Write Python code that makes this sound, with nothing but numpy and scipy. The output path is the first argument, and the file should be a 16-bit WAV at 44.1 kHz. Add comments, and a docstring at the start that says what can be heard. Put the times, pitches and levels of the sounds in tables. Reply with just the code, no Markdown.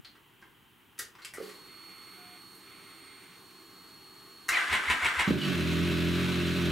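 """A three-cylinder motorcycle engine starts in a garage, heard from behind its silencer.
Key and relays click as ringing rattles; the fuel pump primes as a thin vane whine over a rush of noise.
Gauge gears whirr as grains and the idle stepper hums. The starter grinds and sings through four
compressions, each with a puff and a clatter. Firing pulses then ring the pipe as the engine catches,
flares and settles into a fast, deep idle, with valve-gear ticks and the starter's freewheel rasp."""
import sys
import numpy as np
from scipy import signal
from scipy.fft import rfft, irfft
from scipy.io import wavfile

SR = 44100
rng = np.random.default_rng(int(sys.argv[2]) if len(sys.argv) > 2 else 0)


def unload_audio(sound):
    """Save the sound as a 16-bit wav file, at the path given as the first command line argument."""
    columns = np.transpose(np.atleast_2d(sound))
    # keep every value between -1 and 1, then stretch to whole-number steps
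    steps = np.round(np.clip(columns, -1, 1) * 32767)
    wavfile.write(sys.argv[1], SR, steps.astype(np.int16))


N = 295911
T = np.arange(N) / SR

# Garage background spectrum: (frequency [Hz], level [dB])
AIR_SPECTRUM = [(15, -41), (25, -27), (53, -13), (70, -15.5), (113, -7), (174, -9.5), (234, -10.5),
                (360, -9.5), (585, -26), (901, -14.5), (2440, -18.5), (3110, -13.5), (3470, -22.5),
                (5200, -34), (15700, -26.5)]
AIR_DB = -61.5
# Echo decay: (frequency [Hz], t60 [s])
GARAGE_T60 = [(100, 0.29), (400, 0.53), (1500, 0.29), (4000, 0.26), (12000, 0.19)]
# Stereo width: (frequency [Hz], side against mid [dB])
SIDE_SPECTRUM = [(60, -9.5), (300, -15.5), (1000, -12), (2500, -11.5), (4500, -9), (6500, -20.5),
                 (13000, -100)]
# Boom between floor, shutter and walls: (round trip [s], share passed straight on [1])
WALL_BOUNCES = [(.0115, .74), (.0155, .66)]
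EDGE_HZ = 15830

# Key, switch and relay clicks: (time [s], level [dB], decay t60 [s], ring [Hz],
# ring over snap [dB], tilt above 1 kHz [dB/octave])
CLICKS = [(0.047, -51.5, 0.058, 4340, 9.5, -0.5), (0.062, -63, 0.029, 4330, 8, -15),
          (0.151, -55, 0.08, 1970, -7, -5.5), (0.415, -55, 0.087, 1500, -14, -4.5),
          (0.424, -52, 0.039, 1620, 3, -9), (0.98, -48, 0.049, 4200, -22, 0),
          (0.989, -30, 0.054, 8000, -12, 12), (0.992, -29, 0.055, 2040, -8, 2),
          (1.152, -42.5, 0.028, 1430, -13, -6), (1.185, -52.5, 0.19, 2000, -6, -5),
          (1.219, -51, 0.14, 4400, -1, -1.5), (1.248, -32.5, 0.034, 960, -21, 1.5),
          (1.337, -40, 0.084, 2000, 1, 7), (1.372, -41.5, 0.039, 1350, 1.5, -5),
          (1.419, -54, 0.9, 4550, -13, 0), (1.491, -49, .12, 4400, -24, 1.5),
          (2.549, -58, 0.068, 12000, 5, 9), (4.484, -32, 0.022, 2000, 0, 5),
          (4.4887, -16, 0.029, 2000, -15, -0.5)]
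# Snap spectrum of a click: (frequency [Hz], level [dB])
SNAP_SPECTRUM = [(100, -43), (350, 5.5), (600, -21.5), (1100, 7), (2000, 10), (4000, 3.5), (7500, 1),
                 (11000, -1.5), (16000, -21)]

# Pump powered from the relay until the starter takes the battery; overshoots once on spin-up
PUMP_ON_S, PUMP_OFF_S, PUMP_RISE_S, PUMP_FALL_S = 1.335, 4.49, 0.096, 0.03
PUMP_OVERSHOOT_HZ, PUMP_SETTLE_S = 4, 0.033
PUMP_VANES = 48
# Settled pump speed: (time [s], whine [Hz])
PUMP_SPEED = [(1.6, 4342), (1.85, 4364), (2.2, 4368), (3.1, 4356), (4.48, 4343)]
# Whine level: (time [s], harmonic 1 [dB], harmonic 2 [dB], harmonic 3 [dB])
PUMP_WHINE = [(1.38, -60, -78, -81), (1.53, -57.5, -73, -75), (1.87, -54, -67.5, -71),
              (2.2, -55.5, -65.5, -67), (2.65, -59, -66.5, -74), (3.12, -58, -63.5, -81),
              (3.27, -63.5, -68, -79), (3.8, -58, -76, -78), (4.48, -56.5, -73, -77)]
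# Shaft tones: (shaft order [1], level against harmonic 1 [dB])
PUMP_SHAFT_TONES = [(46, -24.5), (47, -11.5), (4, -22), (13, -15), (14, -15)]
# Fuel rushing through the pump: (frequency [Hz], level [dB])
FLOW_SPECTRUM = [(29, -44), (50, -31), (100, -7), (137, -22), (179, -6), (251, -9.5), (351, -0.5),
                 (581, -20), (1140, -8), (1760, -13.5), (3530, -17.5), (4280, -9.5), (4830, -21),
                 (12600, -21), (15700, -25)]
# Flow surges while the fuel rail is empty, then holds
FLOW_HOLD_DB, FLOW_SURGE_DB, FLOW_SURGE_S, FLOW_SURGE_WIDTH_S = -57.5, 7.5, 1.41, 0.092
# First fuel gulped by the pump: (time [s], level [dB], pitch [Hz])
GULPS = [(1.382, -35, 412), (1.402, -36, 474), (1.411, -34.5, 445), (1.426, -40.5, 374), (1.454, -56, 405)]

# Gauge needles sweep up and back: (start [s], end [s], level [dB])
NEEDLE_SWEEPS = [(1.64, 2.373, -59.5), (2.616, 3.33, -59)]
NEEDLE_RISE_S, NEEDLE_FALL_S = 0.026, 0.045
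# Gauge gear whirr: (frequency [Hz], level [dB])
NEEDLE_SPECTRUM = [(900, -77), (1300, 1), (1700, -9.5), (2200, 1), (2800, -6.5), (3600, -7), (6000, -40),
                   (12000, -50)]
STEPPER_ON_S, STEPPER_OFF_S, STEPPER_DB, STEPPER_RAMP_S = 2.165, 2.36, -61.5, 0.022

# Starter held on until the engine catches
STARTER_ON_S, STARTER_OFF_S, STARTER_RISE_S, STARTER_FALL_S = 4.488, 5.275, 0.0091, 0.029
# Tooth rate: labours against each compression, races as the piston passes the top
LABOUR_HZ, LABOUR_DB, RACE_HZ = 1529, -34.5, 2281
RACE_LAG_S, RACE_RISE_S, RACE_FALL_S = 0.014, 0.038, 0.019
# Almost unloaded spin-up before the first compression; SPIN_DB adds to LABOUR_DB
SPIN_S, SPIN_HZ, SPIN_DB = 4.538, 2503, 7.5
SPIN_RISE_S, SPIN_FALL_S, SPIN_FADE_S = 0.022, 0.029, 0.05
# Piston passes the top: (time [s], clatter [dB], air puff just before [dB], gear swell [dB])
COMPRESSIONS = [(4.727, -25, -40, 6.5), (4.899, -24.5, -40, 4.5), (5.046, -26.5, -41.5, 5.5),
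                (5.192, -25.5, -40, 5)]
# Drive clatter: (frequency [Hz], level [dB])
CLATTER_SPECTRUM = [(150, -8.5), (400, -5), (700, -20.5), (950, 8.5), (1250, -7), (1700, 4), (2900, 1),
                    (4500, -14), (6500, -18), (8000, -13), (15000, -32)]
# Starter gear case: (frequency [Hz], level [dB])
GEARCASE_SPECTRUM = [(120, -46.5), (200, -24.5), (372, -22), (577, -23.5), (620, -17.5), (815, -19.5),
                     (927, -12.5), (1170, -10.5), (1540, -6.5), (2190, -7.5), (2580, -14), (2870, -13),
                     (4970, -27), (8750, -28), (15700, -45)]
# Starter gear pairs: (multiple of tooth rate [1], level [dB])
GEAR_TONES = [(.76, -7), (1, 0), (1.24, -13), (1.72, -15), (2, -21)]
# Starter housing resonance: (frequency [Hz], gain [dB])
HOUSING_GAIN = [(1350, -1), (1540, 1.5), (1680, -4), (1860, -5), (2020, 1.5), (2250, 1.5), (2390, -4),
                (2500, -1)]

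# Engine catches short of idle speed, gathers pace and flares once
CATCH_S, SHORT_FIRINGS_PER_S, GATHER_S = 5.279, 13.64, 0.03
FLARE_S, FLARE_FIRINGS_PER_S, FLARE_WIDTH_S = 5.40, 8.9, 0.08
# Hunting idle: (time [s], rate [firings/s])
IDLE_SPEED = [(5.62, 41.5), (5.75, 42.1), (5.83, 43.7), (5.92, 42.4), (6.05, 42.9), (6.24, 44.8),
              (6.43, 43), (6.55, 44.4), (6.66, 42.6)]
# Strongest, first firings: (time [s], pulse level [dB])
HARD_FIRINGS = [(5.279, 6), (5.307, 5), (5.33, 7)]
# Pooled fuel burning in the first strokes: (time [s], peak level [dB], pitch [Hz])
THUMPS = [(5.2808, -17, 178), (5.3089, -14.5, 217), (5.3088, -18, 386), (5.3311, -33, 230)]
# Lull of weak firings once the pooled fuel has burnt
LULL_S, LULL_RISE_S, LULL_FALL_S = 5.355, 0.03, 0.046
EXHAUST_DB, EXHAUST_LULL_DB, VALVE_DB, VALVE_LULL_DB = -29.5, -9.5, -37, -6
# Pipe and silencer: (frequency [Hz], level [dB])
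SILENCER_SPECTRUM = [(30, -35), (48, -52), (68, -10.5), (85, -3), (101, -20), (128, -7.5), (146, 1),
                     (160, 1.5), (174, 1.5), (196, -0.5), (214, -9.5), (238, -6), (260, -5.5), (278, -6),
                     (297, -4.5), (320, -16.5), (345, -3), (365, -7.5), (387, -7), (440, -19.5),
                     (510, -29.5), (600, -16.5), (720, -39), (1500, -56)]
# Boom balance: (frequency [Hz], left minus right [dB])
EXHAUST_BALANCE = [(85, 4), (130, 4.5), (175, -1.5), (260, -2.5), (350, -5.5), (700, -1)]
# Valve-gear ticks: (frequency [Hz], level [dB])
VALVE_SPECTRUM = [(410, -23), (700, -14.5), (797, -16), (1150, -5), (1430, -5.5), (1490, 4), (1880, -2.5),
                  (2640, -2), (3010, -2.5), (4000, -6), (4800, -14.5), (5260, -14.5), (8740, -22),
                  (12400, -23.5), (15700, -30)]
# Engine case modes: (frequency [Hz], width [Hz], level [dB])
CASE_RINGS = [(1520, 85, 14), (1810, 52, -11), (2700, 77, 4.5), (4010, 47, 2), (4170, 63, -38)]
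# Starter runs down free of the engine
FREEWHEEL_S, FREEWHEEL_DB, FREEWHEEL_RISE_S, FREEWHEEL_FALL_S = 5.43, -39.5, 0.023, 0.04
# Freewheel clutch modes: (frequency [Hz], width [Hz], level [dB])
CLUTCH_RINGS = [(2970, 160, -4), (4570, 230, -13)]


def amp(db):
    """Decibels to gain."""
    return 10 ** (np.asarray(db) / 20)


def evened(x):
    """Scales to rms 1."""
    return x / np.sqrt(np.mean(x ** 2) + 1e-20)


def read(points, hz):
    """Interpolates a table on a log-frequency axis."""
    f, value = np.transpose(points)
    return np.interp(np.log(hz + 1), np.log(f + 1), value)


def curve(rows, order=1):
    """One column of a time table at every sample."""
    rows = np.array(rows)
    return np.interp(T, rows[:, 0], rows[:, order])


def add(mix, s, sound):
    """Mixes a sound in at time s."""
    part = mix[round(s * SR):][:len(sound)]
    part += sound[:len(part)]


def held(on_s, off_s, rise_s, fall_s):
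    """Linear attack, hold and release of a switched motor."""
    return np.clip((T - on_s) / rise_s, 0, 1) * np.clip(1 - (T - off_s) / fall_s, 0, 1)


def swell(peak_s, rise_s, fall_s):
    """Gaussian hump of height 1 with its own rise and fall."""
    width_s = np.where(T < peak_s, rise_s, fall_s)
    return np.exp(-((T - peak_s) / width_s) ** 2 / 2)


def drift(hz):
    """Slow random motion of rms 1, low-passed near hz."""
    f = np.fft.rfftfreq(N, 1 / SR)
    spectrum = rfft(rng.standard_normal(N)) / (1 + (f / hz) ** 4)
    return evened(irfft(spectrum, N))


def colour(x, points, tilt_db=0):
    """Causal minimum-phase filter with the given spectrum; keeps the power of white noise."""
    hz = abs(np.fft.fftfreq(8192, 1 / SR))
    tilt = tilt_db * np.log2(np.maximum(hz, 1000) / 1000)
    log_gain = np.log(amp(read(points, hz) + tilt))
    minimum_phase = np.exp(np.conj(signal.hilbert(log_gain)))
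    taps = np.fft.ifft(minimum_phase).real[:4096]
    return signal.oaconvolve(x, taps / np.linalg.norm(taps))[:len(x)]


def ring(x, hz, width_hz):
    """One resonant mode; keeps the power of white noise."""
    r = np.exp(-np.pi * width_hz / SR)
    pole = r * np.exp(2j * np.pi * hz / SR)
    return signal.lfilter([np.sqrt(2 * (1 - r * r))], [1, -pole], x).imag


def grains(per_s, spread_db):
    """Random small impacts of uneven size, rms 1."""
    size = amp(spread_db * np.minimum(rng.exponential(1, N), 4))
    hit = rng.random(N) < per_s / SR
    return evened(size * rng.choice([-1, 1], N) * hit)


def tail():
    """Diffuse garage echo of energy 1, each band dying at its own speed."""
    t = np.arange(SR // 2) / SR
    taps = rng.choice([-1., 1.], len(t)) * (rng.random(len(t)) < 4000 / SR) * (t > .003)
    hz, frame_s, bands = signal.stft(taps, SR, nperseg=256)
    decay = amp(-60 * frame_s / read(GARAGE_T60, hz)[:, None])
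    echo = signal.istft(bands * decay, SR, nperseg=256)[1]
    return echo / np.linalg.norm(echo)


def garage(x, wet_db=-99, side_db=0, pan_db=0):
    """Direct sound and echo in the middle, another echo as the left-right difference."""
    mid = (x + amp(wet_db) * signal.oaconvolve(x, tail())[:N]) / np.hypot(1, amp(wet_db))
    width = amp(read(SIDE_SPECTRUM, np.fft.rfftfreq(N, 1 / SR)) + side_db)
    side = irfft(rfft(signal.oaconvolve(x, tail())[:N]) * width, N)
    return np.array([(mid + side) * amp(pan_db / 2), (mid - side) * amp(-pan_db / 2)])


def background_air():
    """Steady coloured noise of the garage."""
    return amp(AIR_DB) * colour(rng.standard_normal(N), AIR_SPECTRUM)


def switches():
    """Each click is a short rattle of metal parts with one ringing note."""
    out, t = np.zeros(N), np.arange(SR // 4) / SR
    for s, db, t60, hz, ring_db, tilt_db in CLICKS:
        rattle = rng.standard_normal(len(t)) * np.exp(-np.log(1000) * t / t60)
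        snap = colour(rattle, SNAP_SPECTRUM, tilt_db)
        add(out, s, amp(db) * (snap + amp(ring_db) * ring(rattle, hz, 450)))
    return out


def pump_running():
    """1 while the pump has power, with ramps."""
    return held(PUMP_ON_S, PUMP_OFF_S, PUMP_RISE_S, PUMP_FALL_S)


def pump_whine():
    """The impeller spins up and settles: a vane tone with overtones and weaker shaft orders."""
    age_s = np.maximum(T - PUMP_ON_S, 0)
    lag = np.exp(-age_s / PUMP_SETTLE_S) * np.cos(2 * np.pi * PUMP_OVERSHOOT_HZ * age_s)
    hz = curve(PUMP_SPEED) * (1 - lag)
    angle = 2 * np.pi * np.cumsum(hz * (1 + .0005 * drift(30))) / SR
    vanes = sum(amp(curve(PUMP_WHINE, order=k) + .8 * drift(14)) * np.sin(k * angle) for k in (1, 2, 3))
    shaft = sum(amp(db + drift(13)) * np.sin(round(k) * angle / PUMP_VANES) for k, db in PUMP_SHAFT_TONES)
    return np.sqrt(2) * pump_running() ** 2 * (vanes + amp(curve(PUMP_WHINE)) * shaft)


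def fuel_flow():
    """Fuel rushes through the pump as dense coloured grains."""
    surge = swell(FLOW_SURGE_S, FLOW_SURGE_WIDTH_S, FLOW_SURGE_WIDTH_S)
    flow_db = FLOW_HOLD_DB + FLOW_SURGE_DB * surge + .6 * drift(25)
    return pump_running() * colour(grains(9000, 2.5), FLOW_SPECTRUM) * amp(flow_db)


def gulps(swell_s=0.0024):
    """Pockets of air knock in the fuel line as the pump takes hold."""
    out, t = np.zeros(N), np.arange(SR // 10) / SR
    envelope = t / swell_s * np.exp(1 - t / swell_s)
    for s, db, hz in GULPS:
        add(out, s, amp(db) * np.sqrt(2) * envelope * np.sin(2 * np.pi * hz * t))
    return out


def gauge_needles():
    """The gauge gears whirr through each needle sweep."""
    strength = sum(amp(db) * held(start_s, end_s, NEEDLE_RISE_S, NEEDLE_FALL_S)
                   for start_s, end_s, db in NEEDLE_SWEEPS)
    return strength * colour(grains(2500, 2.5), NEEDLE_SPECTRUM)


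def idle_valve(step_hz=722, overtone_db=-6):
    """A stepper motor hums briefly as it sets the idle air."""
    angle = 2 * np.pi * step_hz * T
    hum = np.sin(angle) + amp(overtone_db) * np.sin(2 * angle)
    gate = held(STEPPER_ON_S, STEPPER_OFF_S, STEPPER_RAMP_S, STEPPER_RAMP_S)
    return np.sqrt(2) * amp(STEPPER_DB) * gate * hum


def cranking(swell_rise_s=0.032, swell_fall_s=0.026):
    """Tooth rate and strength of the starter: a free spin-up, then one race per compression."""
    hz = LABOUR_HZ + (SPIN_HZ - LABOUR_HZ) * swell(SPIN_S, SPIN_RISE_S, SPIN_FALL_S)
    db = LABOUR_DB + SPIN_DB * swell(SPIN_S + RACE_LAG_S, SPIN_RISE_S, SPIN_FADE_S)
    for s, _, _, swell_db in COMPRESSIONS:
        hz = hz + (RACE_HZ - LABOUR_HZ) * swell(s + RACE_LAG_S, RACE_RISE_S, RACE_FALL_S)
        db = db + swell_db * swell(s + RACE_LAG_S, swell_rise_s, swell_fall_s)
    return hz, amp(db) * held(STARTER_ON_S, STARTER_OFF_S, STARTER_RISE_S, STARTER_FALL_S)


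def starter_grind(tooth_hz, strength, grind_db=-2, shaft_throb_db=3, teeth_count=11):
    """The gears grind in their case, throbbing once a turn of the pinion."""
    angle = 2 * np.pi * np.cumsum(tooth_hz) / SR
    throb = evened(amp(shaft_throb_db * np.sin(angle / teeth_count)))
    return strength * throb * amp(grind_db) * colour(grains(3500, 0.72), GEARCASE_SPECTRUM)


def starter_whine(tooth_hz, strength, whine_db=-5, bite_db_per_octave=5):
    """Worn teeth sing unevenly at each mesh rate, louder as they run faster and near housing rings."""
    tones = np.zeros(N)
    for multiple, db in GEAR_TONES:
        mesh_hz = multiple * tooth_hz
        angle = 2 * np.pi * np.cumsum(mesh_hz * (1 + .012 * drift(150))) / SR
        uneven_tone = evened(amp(3.3 * drift(70)) * np.sin(angle))
        tones += amp(db + read(HOUSING_GAIN, mesh_hz)) * uneven_tone
    return tones * strength * amp(whine_db + bite_db_per_octave * np.log2(tooth_hz / LABOUR_HZ))


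def puffs(puff_hz=76, lead_s=.002, width_s=.012):
    """Unburnt air leaves the pipe in a soft puff at each stroke."""
    out = np.zeros(N)
    for s, _, db, _ in COMPRESSIONS:
        envelope = swell(s - lead_s, width_s, width_s)
        out += amp(db) * envelope * np.cos(2 * np.pi * puff_hz * (T - s))
    return out


def compressions(clatter_s=0.023):
    """Past each compression the gear lash rattles sharply."""
    bursts = sum(amp(db) * (T > s) * swell(s, clatter_s, clatter_s) for s, db, _, _ in COMPRESSIONS)
    return colour(bursts * grains(3000, 2), CLATTER_SPECTRUM)


def firing_turns():
    """Running count of firings since the engine caught."""
    short = SHORT_FIRINGS_PER_S * np.exp(-np.maximum(T - CATCH_S, 0) / GATHER_S)
    flare = FLARE_FIRINGS_PER_S * swell(FLARE_S, FLARE_WIDTH_S, FLARE_WIDTH_S)
    return np.cumsum((curve(IDLE_SPEED) - short + flare) * (T >= CATCH_S)) / SR


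def lull():
    """1 at the weakest firings after the catch, 0 at steady idle."""
    return swell(LULL_S, LULL_RISE_S, LULL_FALL_S)


def exhaust(turns, cylinder_db=1.4, header_lag_s=.00015, jitter_s=.0001, uneven_db=1.1, gas_db=-13.0):
    """Firing pulses and turbulent gas ring the pipe; a strong cylinder and unequal headers make it lope."""
    times = T[1:][np.diff(np.ceil(turns)) > 0]
    chance = rng.standard_normal((len(times), 2))
    cycle = 2 * np.pi * (np.arange(len(times)) + 1) / 3  # three cylinders
    db = uneven_db * chance[:, 0] + cylinder_db * np.cos(cycle)
    for s, hard_db in HARD_FIRINGS:
        db[np.argmin(abs(times - s))] = hard_db
    arrival_s = times - header_lag_s * np.sin(cycle) + jitter_s * chance[:, 1]
    at = (arrival_s * SR).astype(int).clip(0, N - 1)
    pulses = np.zeros(N)
    pulses[at] = amp(db) * np.sqrt(SR / np.mean(IDLE_SPEED, 0)[1])  # rms near 1 at idle
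    gas_decay = np.exp(-(turns % 1) / .6) * (turns > 0)
    gas = amp(gas_db) * rng.standard_normal(N) * gas_decay
    return colour((pulses + gas) * amp(EXHAUST_DB + EXHAUST_LULL_DB * lull()), SILENCER_SPECTRUM)


def walls(x):
    """Allpass bounces spread each pulse in time and leave its colour alone."""
    for delay_s, share in WALL_BOUNCES:
        late = np.exp(-2j * np.pi * np.fft.rfftfreq(2 * N, 1 / SR) * delay_s)
        x = irfft(rfft(x, 2 * N) * (share + late) / (1 + share * late))[:N]
    return x


def thumps():
    """Pooled fuel thumps out of the pipe, each one broad swing of pressure."""
    out = np.zeros(N)
    for s, db, hz in THUMPS:
        envelope = swell(s, .55 / hz, .55 / hz)
        out += amp(db) * envelope * np.cos(2 * np.pi * hz * (T - s))
    return out


def valve_gear(turns, beat_db=-0.44, crank_db=-0.27, rings_db=-8, chain_db=-17, chain_count=35):
    """Tappets and chain tick densely, beating with crank and firings, and ring the cases."""
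    angle = 2 * np.pi * turns
    crank_angle = angle * 2 / 3  # 1.5 firings a crank turn
    beat = amp(beat_db * np.cos(2 * angle) + crank_db * np.cos(crank_angle) + drift(72))
    ticks = evened(grains(6000, 1.3) * beat)
    rings = evened(sum(amp(db) * ring(ticks, hz, width_hz) for hz, width_hz, db in CASE_RINGS))
    chain = amp(chain_db + 1.9 * drift(15)) * np.sin(chain_count * angle)
    strength = amp(VALVE_DB + VALVE_LULL_DB * lull()) * (turns > 0)
    return strength * (colour(ticks, VALVE_SPECTRUM) + amp(rings_db) * rings + chain)


def overrun():
    """The freewheel clutch rasps while the starter runs down."""
    rasp = grains(2500, 2.5)
    rings = sum(amp(db) * ring(ring(rasp, hz, width_hz), hz, width_hz) for hz, width_hz, db in CLUTCH_RINGS)
    return amp(FREEWHEEL_DB) * swell(FREEWHEEL_S, FREEWHEEL_RISE_S, FREEWHEEL_FALL_S) * evened(rings)


def scene():
    """All sources in the garage; the boom of the pipe leans left or right with frequency."""
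    turns = firing_turns()
    tooth_hz, strength = cranking()
    lean_db = read(EXHAUST_BALANCE, np.fft.rfftfreq(N, 1 / SR)) / 2
    boom = garage(walls(exhaust(turns)) + thumps() + puffs(), side_db=-1.5)
    boom = irfft(rfft(boom) * amp([lean_db, -lean_db]), N)
    return (garage(background_air(), side_db=2.5)
            + garage(switches(), wet_db=2.0, side_db=1, pan_db=0.5)
            + garage(pump_whine() + idle_valve(), side_db=-6, pan_db=-3)
            + garage(fuel_flow() + gauge_needles(), wet_db=-1, side_db=0.5, pan_db=-0.8)
            + garage(gulps(), wet_db=-7.0, pan_db=-3.5)
            + garage(starter_grind(tooth_hz, strength), wet_db=-0.5, side_db=3, pan_db=0.2)
            + garage(starter_whine(tooth_hz, strength), wet_db=-7)
            + garage(compressions(), wet_db=-5, pan_db=.5)
            + boom
            + garage(valve_gear(turns) + overrun(), wet_db=-9.5, side_db=1))


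def record(dry):
    """Steep linear-phase low-pass at EDGE_HZ."""
    taps = signal.firwin(511, EDGE_HZ, window=("kaiser", 9), fs=SR)
    return signal.oaconvolve(dry, taps[None], "same")


dry = scene()
out = record(dry)
unload_audio(out)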